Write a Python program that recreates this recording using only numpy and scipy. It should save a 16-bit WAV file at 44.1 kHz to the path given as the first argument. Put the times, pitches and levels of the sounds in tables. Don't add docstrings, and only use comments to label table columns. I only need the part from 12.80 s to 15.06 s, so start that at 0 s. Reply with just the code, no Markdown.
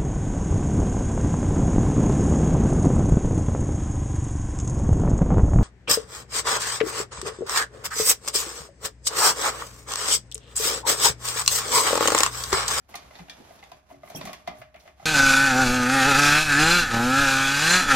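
import sys
import numpy as np
from scipy import signal
from scipy.fft import rfft, irfft
from scipy.io import wavfile
from scipy.ndimage import uniform_filter1d

SR = 44100
rng = np.random.default_rng(int(sys.argv[2]) if len(sys.argv) > 2 else 0)


def transcribe(u):
    v = np.clip(np.atleast_2d(u).T, -1, 1)
    q = np.round(v * 32767).astype(np.int16)
    wavfile.write(sys.argv[1], SR, q)


N = 99489
T = np.arange(SR // 2) / SR


def amp(db):
    return 10 ** (np.asarray(db) / 20)


def unit_rms(x):
    return x / np.sqrt(np.mean(x ** 2) + 1e-20)


def blow(x, db, held_s=.012):
    return amp(db) * x / np.sqrt((x ** 2).sum(-1, keepdims=True) / (held_s * SR) + 1e-20)


def curve_at(points, hz):
    point_hz, value = np.transpose(points)
    return np.interp(np.log(hz + 1), np.log(point_hz + 1), value)


def add(mix, start, sound):
    part = mix[:, max(round(start * SR), 0):][:, :sound.shape[1]]
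    part += sound[:, :part.shape[1]]


def attack(rise_s):
    return 1 - np.exp(-T / rise_s)


def wander(size, span_s):
    window = signal.windows.hann(int(span_s * SR) + 3)
    return unit_rms(signal.fftconvolve(rng.standard_normal(size + len(window) - 1), window, "valid"))


def colour(x, spectrum, tilt_db=0):
    hz = abs(np.fft.fftfreq(2048, 1 / SR))
    octaves = np.log2(np.maximum(hz, 2000) / 2000)
    log_gain = np.log(amp(curve_at(spectrum, hz) + tilt_db * octaves))
    taps = np.fft.ifft(np.exp(np.conj(signal.hilbert(log_gain)))).real
    return signal.oaconvolve(x, taps[None], axes=1)[:, :x.shape[1]]


# frequency in Hz, likeness from 0 to 1,
# lag of the left in radians, left minus right in dB.
MIC_PORTS = [(60, 0.91, 0, .5), (250, 0.82, 0.34, 0.5), (950, 0.18, 1.24, -2), (2050, 0.28, .5, 0.1),
             (5000, 0.19, 2, -4), (7960, 0.84, 3, -2.5), (8650, 0.88, 3.5, 0.5), (11000, 0.8, 6, -2),
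             (12600, 1, 7, 3), (13800, 1, 8, -5)]
def mic_pair(x):
    size = x.shape[1]
    a, b = rfft(np.pad(x, ((0, 0), (0, 64))))
    hz = np.fft.rfftfreq(size + 64, 1 / SR)
    likeness, lag, balance_db = (curve_at(np.array(MIC_PORTS)[:, [0, k]], hz) for k in (1, 2, 3))
    likeness = np.clip(likeness, 0, 1)
    mid, side = a * np.sqrt((1 + likeness) / 2), b * np.sqrt((1 - likeness) / 2)
    left = (mid + side) * np.exp(-1j * lag) * amp(balance_db / 2)
    right = (mid - side) / amp(balance_db / 2)
    return irfft(np.array([left, right]))[:, :size]


def stereo_noise(size):
    return mic_pair(rng.standard_normal((2, size)))


def scatter(fade_s, front, grit_db):
    grit = amp(grit_db * wander(len(T), span_s=.002))
    burst = rng.standard_normal((2, len(T))) * grit * np.exp(-T / fade_s)
    burst[0, 2] += 2 * front
    return mic_pair(burst)


def swell(hz, rise_s, lead=0):
    age = T / rise_s
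    return age * np.exp(-age) * np.sin(2 * np.pi * hz * T + np.array([[0], [lead]]))


def ring(modes, spread):
    hz, db, t60 = np.transpose(modes)[:, :, None]
    strength, turn = rng.standard_normal((2, len(modes), 1))
    envelope = amp(db + 1.5 * strength - 60 * T / t60)
    phase, port_gap = 2 * np.pi * hz * T, spread * (1 + turn)
    return np.array([(envelope * np.sin(phase + side * port_gap)).sum(0) for side in (-.5, .5)])


# frequency in Hz, relative level in dB.
HUM_SPECTRUM = [(20, -42), (40, -16), (65, 4), (95, -9.5), (300, -21), (700, -38), (1500, -24), (4000, -45),
                (13500, -55), (16000, -66)]
def hum():
    gain = amp(curve_at(HUM_SPECTRUM, np.fft.rfftfreq(N, 1 / SR)))
    return amp(-64) * unit_rms(irfft(rfft(stereo_noise(N)) * gain, N))


# frequency in Hz, seconds to die by 60 dB.
KITCHEN_DECAY = [(150, 0.49), (500, 0.38), (1000, 0.51), (2800, 0.39), (7000, 0.18), (14000, 0.06)]
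def kitchen(x, early_db, gap_s):
    hz, t, bands = signal.stft(stereo_noise(len(T)), SR, nperseg=256)
    decay = amp(-60 * t / curve_at(KITCHEN_DECAY, hz)[:, None])
    tail = signal.istft(bands * decay, SR, nperseg=256)[1][:, :len(T)]
    tail *= np.clip(T / gap_s - 1, 0, 1) * (1 + amp(early_db) * np.exp(-T / .021))
    return signal.fftconvolve(x[:1], tail / np.linalg.norm(tail[0]), axes=1)[:, :N]


# frequency in Hz, relative level in dB.
RUSTLE_SPECTRUM = [(25, -5), (60, 5), (170, 6), (300, 2.5), (480, 4.5), (700, 10.5), (1100, 3),
                   (2200, -1.5), (4500, -6), (6500, -6.5), (10500, -15), (13700, -16.5), (15500, -34)]
# time in seconds, level in dB.
HAND_LEVELS = [(0.082, -70), (0.092, -51.5), (.2, -50), (.3, -54.5), (.38, -49), (.48, -57), (.56, -52.5),
               (.79, -54), (.962, -59.5), (1.051, -69.5), (1.127, -54.5), (1.196, -66.5), (1.279, -51.5),
               (1.48, -44.5), (1.64, -61.5), (1.79, -55), (1.91, -71.5), (2.079, -57), (2.157, -69.5),
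               (2.219, -53)]
def rustle(crumbs_per_s=900):
    grip = wander(N, span_s=.02)
    crumb_size = amp(1.5 * np.minimum(rng.exponential(1, N), 3))
    crumb_hits = rng.random(N) < crumbs_per_s / SR * amp(3 * grip)
    ticks = crumb_size * crumb_hits * rng.standard_normal((2, N))
    sliding = amp(.8 * grip) * rng.standard_normal((2, N))
    friction = colour(mic_pair(.5 * unit_rms(ticks) + sliding), RUSTLE_SPECTRUM)
    return unit_rms(friction) * amp(np.interp(np.arange(N) / SR, *np.transpose(HAND_LEVELS)))


def rub(length, db, hz, width_hz, roughness=.5):
    slips = np.exp(roughness * unit_rms(uniform_filter1d(rng.standard_normal(len(T)), size=70)))
    drive = (stereo_noise(len(T)) * slips)[:, :int(length * SR)]
    pole = np.exp((2j * np.pi * hz - np.pi * width_hz) / SR)
    resonance = signal.lfilter([1], np.poly([pole, pole]), drive).real
    return amp(db) * unit_rms(resonance * signal.windows.tukey(drive.shape[1], .7))


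# start and length in seconds, level in dB, centre in Hz.
SCUFFS = [(0.08, 0.041, -63.5, 10600), (0.568, 0.066, -54, 284), (0.707, 0.077, -69, 10900),
          (1.815, 0.027, -60, 2380), (2.051, 0.042, -63.5, 2100), (1.085, 0.057, -71.5, 11100),
          (1.22, 0.11, -66, 10800), (1.771, 0.053, -64.5, 11200), (1.941, 0.14, -75, 11400),
          (1.99, 0.031, -61, 4500)]
# start and length in seconds, level in dB, pitch and width in Hz.
SQUEAK_SLIPS = [(1.347, 0.02, -43, 5580, 450), (1.352, .016, -44, 3260, 52),
                (1.352, 0.028, -49.5, 6200, 1700), (1.351, 0.03, -46.5, 11000, 6500),
                (1.363, 0.031, -52, 12500, 1300), (1.371, 0.014, -48, 2600, 140),
                (1.368, 0.021, -48, 8000, 460)]
def skids():
    out = np.zeros((2, N))
    for start, length, db, hz in SCUFFS:
        add(out, start, rub(length, db, hz, width_hz=.85 * hz))
    for start, length, db, hz, width_hz in SQUEAK_SLIPS:
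        add(out, start, rub(length, db, hz, width_hz))
    return out


# pitch in Hz, relative level in dB, seconds to die by 60 dB.
COUNTER_MODES = [(113.6, -2, 0.13), (175.1, -1, 0.26), (216, 1.5, 0.16), (281.3, -1, 0.22),
                 (366.7, 2.5, 0.18), (489.6, 7, 0.054)]
# start in seconds, level in dB, pitch in Hz, rise in seconds.
PAN_BUMPS = [(0.254, -52, 69.5, 0.01), (0.399, -42.5, 173, 0.013), (1.114, -52, 279, 0.018),
             (1.16, -56, 134, 0.012), (1.347, -48.5, 438, 0.0025), (1.349, -37.5, 154.3, 0.0061),
             (1.358, -40, 278.4, 0.0051), (1.411, -48, 265, 0.0019), (1.427, -55, 440, .002),
             (1.44, -41, 190, 0.0065), (1.466, -43.5, 194.6, 0.0073), (1.685, -44, 177, 0.0067),
             (1.79, -51, 120, 0.0077), (2.231, -54, 146, 0.0055)]
def bumps(cabinet_hz=60.4):
    out = np.zeros((2, N))
    for start, db, hz, rise_s in PAN_BUMPS:
        add(out, start, blow(swell(hz, rise_s, lead=.29), db))
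        add(out, start, blow(ring(COUNTER_MODES, spread=.79) * attack(rise_s), db - 7))
        add(out, start, blow(swell(cabinet_hz, rise_s=.039), db - 10.5))
    return out


# pitch in Hz, relative level in dB, seconds to die by 60 dB.
PAN_MODES = [(666, -10.5, 0.19), (789, -9.5, 0.14), (1106, -18.5, 0.33), (1166, -23, 0.47),
             (1214, -18, 0.35), (1870, -20, 0.075), (2880, -37, 0.24)]
# frequency in Hz, relative level in dB.
CLACK_SPECTRUM = [(400, -10), (900, -5), (1450, -5), (1800, -7), (2070, -2), (2350, -3.5), (2900, -6),
                  (3300, -17), (4500, -31), (8000, -33)]
# start in seconds, wall level in dB and pitch
# in Hz, overtone level in dB and pitch in Hz, the piece's clack in dB and its ring in dB.
PIECE_KNOCKS = [(.09, -60, 734, -59, 1074, -74, -81), (0.1407, -43.5, 735, -55, 1190, -41.5, -43),
                (0.1506, -41.5, 737, -44.5, 1117, -48.5, -67), (0.3073, -53.5, 630, -61, 1070, -58, -59),
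                (.392, -48, 775, -54, 860, -51, -56.5), (.482, -52, 710, -65, 970, -52, -72),
                (.706, -46.5, 688, -71, 900, -64, -64), (0.8271, -49, 800, -55, 907, -51, -51),
                (.917, -43.5, 712, -48.5, 1002, -51.5, -71), (1.1015, -55, 696, -54.5, 938, -58.5, -77),
                (1.111, -44, 676, -58, 1056, -68, -71), (1.141, -53, 658, -80, 950, -72, -65),
                (1.233, -43.5, 654, -55.5, 1200, -57.5, -59), (1.275, -70, 804, -58, 1180, -56, -55.5),
                (1.3002, -42, 681, -56, 884, -53, -65), (1.348, -45.5, 657, -48, 837, -61, -61),
                (1.4118, -42.5, 617, -43, 1023, -45, -63), (1.454, -40, 721, -66, 1090, -45, -49.5),
                (1.473, -38.5, 689, -45.5, 1140, -46, -66), (1.492, -40, 694, -49, 1160, -50, -67),
                (1.531, -51.5, 737, -50.5, 1109, -44.5, -54), (1.6753, -28.5, 697.6, -42, 1010, -40, -42),
                (1.712, -42.5, 668, -52, 1000, -56, -64), (1.816, -45, 651, -56, 1203, -47, -54),
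                (1.942, -54.5, 613, -72, 1270, -54, -62), (1.949, -47, 674, -70, 1260, -61.5, -57),
                (1.96, -62, 756, -76, 1170, -52, -62), (2.055, -52.5, 630, -74, 1140, -65, -67),
                (2.076, -48, 702, -59, 1203, -53.5, -61), (2.197, -48.5, 760, -62, 1210, -62, -62),
                (2.226, -50, 660, -56.5, 1310, -78, -66)]
def knocks(piece_hz=2059):
    out = np.zeros((2, N))
    for start, wall_db, _, overtone_db, overtone_hz, clack_db, ring_db in PIECE_KNOCKS:
        contact = scatter(fade_s=.009, front=.3, grit_db=3) * attack(.002)
        overtone = swell(overtone_hz, rise_s=.0024, lead=1 + .5 * rng.standard_normal())
        thud = ring(COUNTER_MODES, spread=.33) * attack(.0024)
        add(out, start, blow(overtone, overtone_db))
        add(out, start, blow(colour(contact, CLACK_SPECTRUM), clack_db))
        add(out, start, blow(swell(piece_hz, rise_s=.0026, lead=.37), ring_db))
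        add(out, start, blow(thud, wall_db - 14.5))
        add(out, start, amp(wall_db - 3) * ring(PAN_MODES, spread=.42) * attack(.00027))
    return out


def pan_note(hz=619, t60=.74, reach_hz=48):
    power = np.zeros((1, N))
    for start, wall_db, wall_hz, *_ in PIECE_KNOCKS:
        envelope = amp(wall_db - 11 - 60 * T / t60) * attack(.0011)
        add(power, start, envelope[None] ** 2 / (1 + ((wall_hz - hz) / reach_hz) ** 2))
    phase = 2 * np.pi * (hz * np.arange(N) / SR + rng.random()) + .7 * wander(N, span_s=.07)
    waver = amp(2.8 * wander(N, span_s=.05))
    return np.sqrt(power) * waver * np.sin(phase + np.array([[0], [.7]]))


def tocks():
    out = np.zeros((2, N))
    held = np.sqrt(T) * np.exp(-(T / .009) ** 4)
    for start, wall_db, wall_hz, *_ in PIECE_KNOCKS:
        add(out, start, blow(swell(wall_hz, rise_s=.0058, lead=1.25) * held, wall_db))
    return out


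# pitch in Hz, relative level in dB, seconds to die by 60 dB.
BAR_MODES = [(1888, -1.5, 0.028), (2439, 2.5, 0.029), (3492, -2, 0.039), (4460, -4.5, 0.06),
             (6370, -4.5, 0.048)]
# frequency in Hz, relative level in dB.
CRACK_SPECTRUM = [(500, -21), (1400, -6.5), (2400, -13.5), (3500, 5), (4600, 2), (6300, -0.5),
                  (10500, -8.5), (13800, -10.5), (16000, -22)]
# start in seconds, relative level in dB, brightness in dB per octave, fade in seconds.
CRACKS_AND_SCUFF = [(0.1549, -38.5, 0.5, 0.0076), (0.3535, -50, -9, 0.0074), (0.3883, -54.5, -5, 0.0035),
                    (0.497, -41, -5, 0.0063), (0.791, -59, -9, 0.0044), (0.8385, -55, -1.5, 0.0018),
                    (.917, -53.5, -1.5, 0.0044), (1.3, -51.5, 6, 0.011), (1.4117, -44.5, -5, 0.0064),
                    (1.4529, -44.5, 6, 0.01), (1.473, -48, -4, 0.0095), (1.493, -52, -13, .009),
                    (1.5307, -44.5, 1, 0.006), (1.668, -57, -12, 0.0095), (1.6743, -43, -3.5, 0.0073)]
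def snaps(parting_s=.0006):
    out = np.zeros((2, N))
    chips = [(start, clack_db - 9.5, -4, .0054) for start, *_, clack_db, _ in PIECE_KNOCKS]
    for start, db, tilt_db, fade_s in CRACKS_AND_SCUFF + chips:
        shift = np.exp(.027 * rng.standard_normal())
        modes = [(hz * shift, mode_db + tilt_db * np.log2(hz / BAR_MODES[0][0]), t60)
                 for hz, mode_db, t60 in BAR_MODES]
        tick = colour(scatter(fade_s=.0004, front=1, grit_db=2)[1:], CRACK_SPECTRUM, tilt_db + 6)
        tick_db = db - 11.5 + 1.7 * min(tilt_db, 1)
        crack = colour(scatter(fade_s, front=.24, grit_db=2), CRACK_SPECTRUM, tilt_db)
        add(out, start + parting_s, blow(tick, tick_db))
        add(out, start, blow(crack, db - .5))
        add(out, start, blow(ring(modes, spread=1.02) * attack(.00099), db - 4))
    return out


def scene():
    walls, thumps, cracks, squeaks = tocks(), knocks() + bumps(), snaps(), skids()
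    room = amp(-10.5) * kitchen(thumps + amp(-4) * walls, early_db=3, gap_s=.0038)
    room += amp(-7.5) * kitchen(cracks + squeaks, early_db=4.5, gap_s=.0044)
    return walls + thumps + pan_note() + cracks + squeaks + room + rustle() + hum()


def record(dry):
    lowpass = signal.firwin(255, 16000, window=("kaiser", 9), fs=SR)
    return signal.oaconvolve(dry, lowpass[None], "same")


dry = scene()
out = record(dry)
transcribe(out)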